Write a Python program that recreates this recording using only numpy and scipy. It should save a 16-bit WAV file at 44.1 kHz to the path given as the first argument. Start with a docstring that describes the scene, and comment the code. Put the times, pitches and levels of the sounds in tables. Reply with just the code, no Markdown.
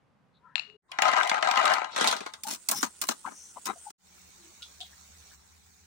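"""Cashews poured into an oiled frying pan, ringing the bare metal and then thudding on the heap;
a spatula knocks and scrapes among them. This is the middle of three short scenes in a kitchen, with
silence between: before it a nut bounces on a china plate, after it a spoon taps over sizzling oil and
the stove's hum. Blows are noise cracks with ringing modes, rubbing is a crowd of small blows, oil is
random pops over hiss, and the room is filtered noise, all shared between a left and a right microphone."""
import sys
import numpy as np
from scipy import signal
from scipy.fft import rfft, irfft, next_fast_len
from scipy.io import wavfile
from scipy.ndimage import uniform_filter1d

SR = 44100
rng = np.random.default_rng(int(sys.argv[2]) if len(sys.argv) > 2 else 0)


def write(x):
    x = np.atleast_2d(x).T
    wavfile.write(sys.argv[1], SR, np.round(np.clip(x, -1, 1) * 32767).astype(np.int16))


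N = 258426
TIME = np.arange(N) / SR
RING_TIME = np.arange(10000) / SR

# resonances of the frying pan: (frequency [Hz], relative level [dB], decay by 60 dB [s])
PAN_MODES = [(648.2, 1, 0.17), (793, -1.5, .26), (870, -5, 0.5), (966.4, 2, 0.11), (1040, 5, 0.18),
             (1245, -0.5, 0.33), (1356, -1, 0.2), (1595, 8, 0.08), (1440, -24.5, 0.12), (1972, -3, 0.23),
             (2090, -6.5, 0.14), (2426, -9.5, 0.23), (2934, -2.5, 0.26), (3690, -18, 0.98),
             (3930, -12, 0.99), (4140, -6, 0.031)]


def pour():
    """Nuts fall on the bare pan, which rings; once it is covered they land with a duller thud."""
    # single nuts landing: (time [s], relative clack level [dB], hardness as clack over body [dB])
    drops = [(0.914, -36.5, 5), (0.984, -28, -8), (1.018, -18.5, 5.5), (1.051, -30, -11.5),
             (1.08, -29.5, -5), (1.113, -36.5, 12), (1.131, -30, -10.5), (1.162, -29.5, -6.5),
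             (1.229, -28.5, 5), (1.271, -31.5, 11.5), (1.293, -23.5, 7.5), (1.312, -29, -11),
             (1.341, -35.5, -9.5), (1.376, -38.5, -11), (1.423, -25.5, -4.5), (1.47, -29.5, -5.5),
             (1.509, -24, 2.5), (1.555, -29, -3.5), (1.571, -23.5, -3.5), (1.652, -22.5, 10),
             (1.675, -28.5, -2.5), (1.734, -24, 8), (1.78, -38, -7.5), (1.814, -40.5, -15.5),
             (1.842, -36, -4), (1.959, -26.5, -0.5), (2.007, -23, 0), (2.04, -23, -4.5), (2.071, -18, 8),
             (2.082, -26, 10), (2.109, -24.5, 8), (2.123, -27, -4.5), (2.162, -34.5, 3), (2.203, -39, -5.5),
             (2.26, -37, -6), (2.334, -38, 5.5)]
    # handfuls tumbling in: (start [s], length [s], relative level [dB])
    handfuls = [(0.914, 0.083, -48), (0.987, 0.0074, -31.5), (1.022, 0.2, -23.5), (1.321, 0.02, -26),
                (1.428, 0.1, -25.5), (1.564, 0.16, -22.5), (1.961, 0.11, -27.5)]
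    # nuts sliding just before they fall: (start [s], length [s], relative level [dB])
    slides = [(0.876, 0.09, -62.5), (1.899, 0.05, -43)]
    # crack of a nut on bare pan: (frequency [Hz], relative level [dB])
    nut_on_pan = [(59, -70.5), (100, -58.5), (197, -23.5), (471, -16), (768, -1.5), (1010, -8),
                  (1130, -15.5), (1280, 1.5), (1450, -9.5), (2040, -12.5), (2800, -13), (7140, -26),
                  (9210, -31), (12400, -47), (16000, -40.5)]
    # crack of a nut on other nuts: (frequency [Hz], relative level [dB])
    nut_on_nut = [(60, -61.5), (120, -30), (200, -13), (300, -14.5), (458, -9.5), (750, -6.5), (1010, -8.5),
                  (1170, -10.5), (1400, -7), (1850, -14), (2840, -11), (3800, -4.5), (4860, -12),
                  (8920, -18), (12400, -32.5), (16000, -32.5)]
    # left over right microphone: (frequency [Hz], level difference [dB])
    left_over_right = [(60, 19), (110, -0.5), (200, 0), (380, 5.5), (700, 7.5), (1290, 13.5), (2380, 5),
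                       (4400, 3), (8120, -24.5), (15000, -18.5)]
    covered_s = 1.95  # from here on the nuts land on nuts
    depth_db, wash_t60 = 4, .1

    def landing():
        """One nut hits bare metal, with a long crack."""
        blow = strike(nut_on_pan, PAN_MODES, crack_t60=0.022, ring_db=-5, room_db=-10.5, room_t60=0.16)
        return own_pitch(blow, depth_db)

    def bounce():
        """One nut of a handful hits bare metal, with a short crack and a strong ring."""
        blow = strike(nut_on_pan, PAN_MODES, crack_t60=0.0061, ring_db=-1, room_db=-1, room_t60=wash_t60)
        return own_pitch(blow, depth_db)

    def thud():
        """One nut hits the heap, with a weaker ring."""
        blow = strike(nut_on_nut, PAN_MODES, crack_t60=0.028, ring_db=-6.5, room_db=-0.5, room_t60=wash_t60)
        return own_pitch(blow, depth_db)

    early_drops = [row for row in drops if row[0] < covered_s]
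    late_drops = [row for row in drops if row[0] >= covered_s]
    on_pan = impacts(early_drops, landing, tick_db=-17.5, tick_growth=0.74)
    on_heap = impacts(late_drops, thud, tick_db=-10.5, tick_growth=0.12)

    # level offsets of body, clack and tick
    pan_db, heap_db, slide_db = np.array([[-1, -11, -28], [-1, -5, -18], [-1, 0, -23]])
    early_moves = [(s, length, db + pan_db) for s, length, db in handfuls if s < covered_s]
    late_moves = [(s, length, db + heap_db) for s, length, db in handfuls if s >= covered_s]
    slide_moves = [(s, length, db + slide_db) for s, length, db in slides]
    tumble = rattle(early_moves, bounce, per_s=420, spread_db=4, attack_s=0.0048,
                    fades_db_per_s=[125, 135, 160], count=8)
    settle = rattle(late_moves, thud, per_s=460, spread_db=-0.5, attack_s=0.024,
                    fades_db_per_s=[125, 120, 130], count=6)
    slide = rattle(slide_moves, thud, per_s=900, spread_db=-1.0, attack_s=0.05,
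                   fades_db_per_s=[400, 400, 400], count=3)
    crowd = patchy(slide + tumble + settle, depth_db=2.5)
    return place(amp(-4.5) * (on_pan + on_heap) + crowd, left_over_right)


def stir():
    """The spatula knocks and scrapes; the heap of nuts damps the pan, so its ring is set low."""
    # spatula blows: (time [s], relative clack level [dB], hardness as clack over body [dB])
    knocks = [(2.432, -32.5, 16), (2.533, -33, 12.5), (2.684, -20.5, 17.5), (2.71, -25, 29.5),
              (2.826, -21.5, -3), (3.012, -25.5, 19.5), (3.085, -20, 2), (3.653, -32, 18),
              (3.688, -53.5, -15), (3.9, -46, 2)]
    # pushes through the nuts: (start [s], length [s], relative clack level [dB], hardness [dB])
    strokes = [(2.462, 0.081, -40, 5), (2.688, 0.039, -40.5, -4), (2.736, 0.091, -44.5, 9.5),
               (2.827, 0.028, -38, 1), (3.014, 0.028, -41, 3), (3.063, 0.027, -49.5, 12.5),
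               (3.102, 0.016, -39, 0.5), (3.255, 0.021, -51.5, -14.5), (3.299, 0.021, -61, -13),
               (3.558, 0.012, -69, -13.5), (3.656, 0.016, -39, 1), (3.67, 0.032, -49, -14)]
    # crack of the spatula on the pan: (frequency [Hz], relative level [dB])
    spatula_crack = [(60, -33), (140, -22.5), (210, 2), (320, -1), (480, -6), (850, -4.5), (1350, -1.5),
                     (1900, -11), (3000, -14.5), (5500, -8.5), (9500, -9), (13000, -19), (15000, -6.5),
                     (16500, -21.5)]
    # left over right microphone: (frequency [Hz], level difference [dB])
    left_over_right = [(60, 10.5), (110, -15.5), (200, 2.5), (380, 4), (700, 6.5), (1290, 17), (2380, 7.5),
                       (4400, 6), (8120, -2.5), (15000, -1.5)]

    def knock():
        """A blow of the spatula."""
        return strike(spatula_crack, PAN_MODES, crack_t60=0.041, ring_db=-26, room_db=-5.0, room_t60=0.11)

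    def slip():
        """A small contact within a scrape."""
        return strike(spatula_crack, PAN_MODES, crack_t60=0.011, ring_db=-8.0, room_db=-1.5, room_t60=0.059)

    pushes = [(s, length, band_levels(db, hardness_db, tick_db=-7.5, tick_growth=1.0))
              for s, length, db, hardness_db in strokes]
    scrape = rattle(pushes, slip, per_s=380, spread_db=2, attack_s=0.0087, fades_db_per_s=[600, 750, 750])
    scrape = patchy(scrape, depth_db=3.5)
    blows = impacts(knocks, knock, tick_db=-8, tick_growth=0.47)
    return place(amp(-7) * blows + amp(1.5) * scrape, left_over_right)


def plate():
    """A nut bounces on china: each touch is a short crack that sets the plate's modes ringing."""
    # bounces: (time [s], relative peak level [dB])
    bounces = [(0.5555, -3), (0.5675, -40.5), (0.5795, -15.5), (0.5945, -12.5), (0.698, -36.5)]
    # china resonances: (frequency [Hz], relative level [dB], decay by 60 dB [s])
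    china_modes = [(1390, -20, 0.19), (2470, -32.5, .35), (2700, -9, .12), (2815, -0.5, 0.31),
                   (2870, -5, 0.49), (4230, -4, 0.23), (4300, -9, .2), (5170, -24.5, 0.23),
                   (7200, -10.5, 0.18)]
    # crack of nut on china: (frequency [Hz], relative level [dB])
    china_crack = [(260, -82.5), (450, -42), (631, -21.5), (965, -18.5), (1120, -20), (2360, -14.5),
                   (2730, -1.5), (3120, -19.5), (4250, -10.5), (4990, -26.5), (7420, -37.5), (13300, -67),
                   (15000, -65)]
    # left over right microphone: (frequency [Hz], level difference [dB])
    left_over_right = [(60, 4), (240, 8.5), (950, 30.5), (3770, 22), (15000, 17.5)]

    def blow():
        """One touch of the nut."""
        return strike(china_crack, china_modes, crack_t60=0.0085, ring_db=-13, room_db=-11, room_t60=0.3)

    return amp(-3.5) * place(clinks(bounces, blow), left_over_right)


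def spoon():
    """Two quick, bouncing taps of a spoon: short cracks with a brief ring of its modes."""
    # taps: (time [s], relative peak level [dB])
    taps = [(4.622, -31), (4.628, -24), (4.805, -26), (4.811, -26.5), (4.832, -43)]
    # spoon resonances: (frequency [Hz], relative level [dB], decay by 60 dB [s])
    spoon_modes = [(3300, -10, 0.4), (3380, 1, 0.14), (3780, 4.5, 0.047), (3500, -6, 0.28),
                   (4040, -18, 0.14), (4830, -9, 0.11)]
    # crack of the tap: (frequency [Hz], relative level [dB])
    tap_crack = [(500, -33), (1400, -33), (2200, -11), (3500, 14.5), (5500, -1), (10000, -9), (16000, -44)]

    def blow():
        """One touch of the spoon."""
        tap = strike(tap_crack, spoon_modes, crack_t60=0.0091, ring_db=-3, room_db=1.5, room_t60=0.19)
        return own_pitch(tap, depth_db=2)

    return amp(-3.0) * clinks(taps, blow)


def notes_and_swells():
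    """Hollow pan notes, noise swells and short ringing tones: narrow noise, a little to the left."""
    # short hollow notes as the spatula slides:
    # (middle [s], relative level [dB], frequency [Hz], bandwidth [Hz], length [s])
    pan_notes = [(2.461, -36, 836, 34, 0.029), (2.488, -39.5, 885, 25, 0.052),
                 (2.74, -38.5, 824, 27, 0.056), (3.252, -31.5, 1146, 180, 0.016),
                 (3.28, -38, 860, 100, 0.029), (3.575, -42, 910, 294, 0.04), (3.701, -35.5, 812, 70, 0.04),
                 (3.768, -54.5, 675, 150, 0.044), (3.876, -39, 824, 66, 0.045)]
    # soft noise swells, from low murmurs to high swishes:
    # (middle [s], relative level [dB], frequency [Hz], length [s])
    noise_swells = [(0.365, -72.5, 3900, 0.092), (0.517, -67.5, 1650, 0.2), (2.387, -61, 1160, 0.041),
                    (2.765, -52.5, 230, 0.15), (2.779, -38, 5560, 0.12), (3.415, -53, 6020, 0.34),
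                    (3.664, -46, 5200, 0.044), (3.698, -44, 344, 0.065), (3.842, -55, 8440, 0.18),
                    (4.935, -61.5, 1750, 0.037), (5.325, -63.5, 1590, 0.07)]
    # short narrow ringing tones, some from the struck pan and the tapping spoon:
    # (middle [s], relative level [dB], frequency [Hz], length [s])
    ringing_tones = [(0.474, -59.5, 1340, 0.11), (0.481, -62, 990, 0.19), (0.741, -60, 416, 0.17),
                     (0.929, -52.5, 1044, 0.11), (3.688, -49.5, 3860, 0.1), (4.462, -64.5, 345, 0.22),
                     (4.625, -60.5, 1410, 0.074), (4.82, -50.5, 717, 0.053)]
    note_db, noise_db, tone_db = np.array([[4, -5], [4, -4], [4, -5]])  # left, right
    noise_width_hz = 236  # at 1 kHz; higher swells are wider
    tone_width = 0.06  # share of the pitch
    out = np.zeros((2, N))
    for s, db, hz, width_hz, length in pan_notes:
        add(out, s - length / 2, swell(db + note_db, hz, width_hz, length))
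    for s, db, hz, length in noise_swells:
        width_hz = noise_width_hz * np.sqrt(hz / 1000)
        add(out, s - length / 2, swell(db + noise_db, hz, width_hz, length))
    for s, db, hz, length in ringing_tones:
        add(out, s - length / 2, swell(db + tone_db, hz, tone_width * hz, length))
    return out


def stirring_oil():
    """Oil under the spatula: sparse bubble pops in hiss, growing, stronger on the right."""
    # colour of the oil: (frequency [Hz], relative level [dB])
    oil_colour = [(590, -21), (1000, -13.5), (1140, -21), (1460, -9), (1620, -23), (2530, -15.5),
                  (4590, -15), (5290, -14), (6090, -9), (6610, -8), (8760, -3), (12700, -31),
                  (15200, -18.5), (15900, -18.5), (16500, -42)]
    # course of the oil: (time [s], relative level [dB])
    oil_course = [(0.83, -84.5), (2.25, -71), (2.6, -56.5), (3.92, -54.5)]
    oil = sizzle(oil_colour, per_s=480, spread_db=0.0, hiss_db=-1.5, restless_db=-2.7)
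    return level(oil_course) * oil * amp([[0], [3]])


def resting_oil():
    """Oil left to sizzle: dense bubble pops of uneven strength in a strong hiss."""
    # colour of the oil: (frequency [Hz], relative level [dB])
    oil_colour = [(590, -3.5), (1000, -1), (1370, -1.5), (2070, -3), (2220, -0.5), (2710, -3.5),
                  (3310, -6.5), (3760, 1), (4990, -3), (5810, 3), (7700, 1.5), (13200, -19), (15200, -2),
                  (15900, -8), (16500, -34)]
    # course of the oil: (time [s], relative level [dB])
    oil_course = [(4.02, -65), (4.166, -58.5), (5.348, -58), (5.37, -63), (5.86, -64.5)]
    oil = sizzle(oil_colour, per_s=3300, spread_db=5.5, hiss_db=5.5, restless_db=3.0)
    return amp(2.5) * level(oil_course) * oil


def sizzle(spectrum, per_s, spread_db, hiss_db, restless_db):
    """Tiny bubbles burst in the oil over a fine, restless hiss."""
    bursts = rng.random((2, N)) < per_s / SR
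    strengths = amp(spread_db * np.minimum(rng.exponential(1, (2, N)), 5))
    pops = bursts * strengths * rng.choice([-1, 1], (2, N))
    oil = evened(pops) + amp(hiss_db) * rng.standard_normal((2, N))
    oil = oil + 0.099 * oil[::-1]  # a little of each side reaches the other microphone
    return evened(patchy(colour(oil, spectrum), restless_db))


def stove_hum():
    """The stove's low hum: a narrow band of noise whose strength and phase wander."""
    # course of the hum: (time [s], level [dB])
    hum_course = [(2.3, -79.5), (3.5, -75.5), (4.6, -72), (5.2, -62.5), (5.86, -69.5)]
    return level(hum_course) * wavering(77, 11.0, count=N)


def air(spectrum):
    """Steady room noise of rms 1, partly alike at both microphones."""
    common = rng.standard_normal(N)
    apart = rng.standard_normal((2, N))
    return evened(colour(common + 1.3 * apart, spectrum, size=8192))


def strike(spectrum, modes, crack_t60, ring_db, room_db, room_t60):
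    """One blow: a short crack, its wash in the kitchen, and modes weighted by the spot that is hit."""
    hz, db, t60 = np.transpose(modes).astype(np.float32)[:, :, None]
    t = RING_TIME.astype(np.float32)
    decay = 10 ** (np.maximum(db - 60 * t / t60, -200) / 20)
    waves = np.sin(2 * np.pi * hz * t) * decay
    # each microphone hears a slightly different balance of modes
    weights = rng.choice([-1, 1], len(modes)) * (1 + .35 * rng.standard_normal((2, len(modes))))
    ring = np.einsum("em,mt->et", weights, waves)
    crack = colour(dying(crack_t60) + amp(room_db) * dying(room_t60), spectrum)
    return crack + amp(ring_db) * evened(ring) / np.sqrt(len(t))


def dying(t60, alike_hz=900):
    """Dense reflections dying by 60 dB in t60; bass is alike at both microphones, treble is not."""
    common, apart = rng.choice([-1., 1.], (2, len(RING_TIME)))
    apart = signal.sosfilt(signal.butter(2, alike_hz, "high", fs=SR, output="sos"), apart)
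    x = np.array([common + .8 * apart, common - .8 * apart]) * amp(-60 * RING_TIME / t60)
    return x / np.linalg.norm(x[0])


def own_pitch(blow, depth_db, count=45):
    """Every nut and contact point favours its own resonances: a random bumpy spectrum."""
    hz = np.geomspace(500, 16000, count)
    bumps_db = depth_db * np.clip(rng.standard_normal(count), -2, 2)
    return colour(blow, np.c_[hz, bumps_db], size=1024)


def clinks(rows, blow):
    """Light blows on one object, each scaled to its peak."""
    out = np.zeros((2, N))
    for s, db in rows:
        sound = blow()
        add(out, s, amp(db) * sound / abs(sound).max())
    return out


def impacts(rows, blow, tick_db, tick_growth, contact_s=.0025, count=900):
    """Blows of differing hardness, sounding just after first touch."""
    out = np.zeros((2, N))
    for s, db, hardness_db in rows:
        levels = band_levels(db, hardness_db, tick_db, tick_growth)
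        # each band is levelled over its first count samples
        parts = [amp(part_db) * band / band[:, :count].std() for part_db, band in zip(levels, bands(blow()))]
        add(out, s + contact_s, sum(parts))
    return out


def rattle(moves, blow, per_s, spread_db, attack_s, fades_db_per_s, count=6):
    """Many small random contacts at a few spots; each move (start, length, band levels) swells and fades."""
    longest_s = 1.45
    start = moves[0][0]
    t = start + np.arange(round(longest_s * SR)) / SR
    # each spot has its own sound and its own sparse train of contacts
    crowd = np.zeros((2, len(t)))
    for _ in range(count):
        contacts = rng.random(len(t)) < per_s / count / SR
        clicks = contacts * amp(spread_db * np.minimum(rng.exponential(1, len(t)), 2))
        crowd += signal.oaconvolve(clicks[None], blow(), axes=1)[:, :len(t)]
    out = np.zeros((2, N))
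    for k, band in enumerate(bands(crowd)):
        forces = []
        for s, length, levels in moves:
            rise = np.clip((t - s) / attack_s, 0, 1)
            fade_db = fades_db_per_s[k] * np.maximum(t - s - length, 0)
            forces.append(rise * amp(levels[k] - fade_db))
        running_rms = np.sqrt(uniform_filter1d((band ** 2).mean(0), size=3000) + 1e-12)
        add(out, start, np.max(forces, axis=0) * band / running_rms)
    return out


def bands(x):
    """Splits a sound into body, clack and tick."""
    # borders between the bands: (frequency [Hz])
    edges_hz = [175, 2200, 7500, 16000]
    filters = [signal.butter(3, edges, "band", fs=SR, output="sos") for edges in zip(edges_hz, edges_hz[1:])]
    return [signal.sosfilt(sos, x) for sos in filters]


def band_levels(db, hardness_db, tick_db, tick_growth):
    """Levels of body, clack and tick: a harder contact has less body and more tick."""
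    return [db - hardness_db, db, db + tick_db + tick_growth * hardness_db]


def patchy(x, depth_db):
    """Resonances come and go: random smooth patches over time and frequency."""
    z = signal.stft(x, nperseg=512)[2]
    patches = uniform_filter1d(rng.standard_normal(z.shape[1:]), size=4, axis=0)
    patches = evened(uniform_filter1d(patches, size=6, axis=1))
    return signal.istft(z * amp(depth_db * np.clip(patches, -2, 2)), nperseg=512)[1][:, :N]


def swell(out_db, hz, width_hz, length):
    """A narrow band of noise that swells and fades, at the given left and right levels."""
    count = round(length * SR)
    return amp(out_db)[:, None] * wavering(hz, width_hz, count) * np.hanning(count)


def wavering(hz, width_hz, count):
    """A tone whose strength and phase wander: random phases under a bell-shaped spectrum."""
    size = next_fast_len(count + 8192)
    offset = (np.fft.rfftfreq(size, 1 / SR) - hz) / width_hz
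    phases = 2j * np.pi * rng.random(len(offset))
    return evened(irfft(np.exp(-np.minimum(offset ** 2, 50) + phases), size)[:count])


def place(x, left_over_right):
    """Shares each frequency's power between the microphones; the left one hears it a little later."""
    lag_s = 40 / SR
    size = next_fast_len(N + 100)
    hz = np.fft.rfftfreq(size, 1 / SR)
    ratio = amp(read(left_over_right, hz))
    gains = np.array([ratio * np.exp(-2j * np.pi * hz * lag_s), np.ones_like(ratio)])
    return irfft(rfft(x, size) * gains * np.sqrt(2 / (1 + ratio ** 2)), size)[:, :N]


def colour(x, spectrum, size=2048):
    """Causal minimum-phase filter with the given spectrum, its taps scaled to energy 1."""
    log_gain = np.log(amp(read(spectrum, abs(np.fft.fftfreq(size, 1 / SR)))))
    taps = np.fft.ifft(np.exp(np.conj(signal.hilbert(log_gain)))).real
    return signal.fftconvolve(x, taps[None] / np.linalg.norm(taps), axes=1)[:, :x.shape[1]]


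def read(points, hz):
    """Reads a spectrum on a log-frequency axis."""
    f, value = np.transpose(points)
    return np.interp(np.log(hz + 1), np.log(f + 1), value)


def level(rows):
    """A gain curve from rows of (time [s], level [dB])."""
    return amp(np.interp(TIME, *np.transpose(rows)))


def amp(db):
    """Decibels to gain."""
    return 10 ** (np.asarray(db) / 20)


def evened(x):
    """Scales to rms 1."""
    return x / np.sqrt(np.mean(x ** 2) + 1e-20)


def add(mix, s, sound):
    """Adds a stereo sound at time s."""
    part = mix[:, round(s * SR):][:, :sound.shape[1]]
    part += sound[:, :part.shape[1]]


def scene():
    """Plate, pan and resting pan, one after the other, with fades to silence between."""
    # room noise at the plate: (frequency [Hz], relative level [dB])
    plate_air = [(15, -74.5), (25, -26.5), (152, -5), (276, -11), (314, -19.5), (541, -14.5), (631, -19.5),
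                 (776, -16), (1200, -19), (12000, -50.5), (15600, -93), (22000, -120)]
    # room noise at the pan: (frequency [Hz], relative level [dB])
    pan_air = [(15, -23), (25, -9.5), (70, -7.5), (195, -2), (261, -8.5), (350, -5), (515, -11),
               (1410, -12.5), (2000, -12), (2600, -40), (4400, -120)]
    # room noise at the resting pan: (frequency [Hz], relative level [dB])
    rest_air = [(15, -77), (25, -52), (76, -6.5), (134, -18.5), (178, -2), (294, -23), (417, -15.5),
                (556, -49), (787, -12.5), (1090, -43), (1380, -18.5), (2230, -30), (2500, -73), (3250, -73),
                (5500, -120)]
    # left over right microphone at the resting pan: (frequency [Hz], level difference [dB])
    rest_left_over_right = [(60, 9), (150, 0.5), (380, 3), (950, 9), (2380, 4.5), (5980, -6), (15000, -4)]
    # fades in and out of the scenes: (time [s], gain [0 to 1])
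    scene_fades = [(0, 1), (0.762, 1), (0.77, 0), (0.82, 0), (0.92, 1), (3.908, 1), (3.916, 0), (3.98, 0),
                   (4.06, 1), (6, 1)]

    at_pan = pour() + stir() + stirring_oil() + amp(-68.5) * air(pan_air)
    at_plate = plate() + amp(-68) * air(plate_air)
    at_rest = spoon() + place(resting_oil() + amp(-69) * air(rest_air), rest_left_over_right)

    first, last = TIME < .8, TIME > 3.95
    mix = np.where(first, at_plate, np.where(last, at_rest, at_pan))
    mix = mix + notes_and_swells() + stove_hum() * ~first
    return mix * np.interp(TIME, *np.transpose(scene_fades))


def record(dry):
    """Limits the band to below 16.3 kHz with a steep linear-phase low-pass."""
    low_pass = signal.firwin(255, 16300, window=("kaiser", 9), fs=SR)
    return signal.oaconvolve(dry, low_pass[None], "same")


dry = scene()
out = record(dry)
write(out)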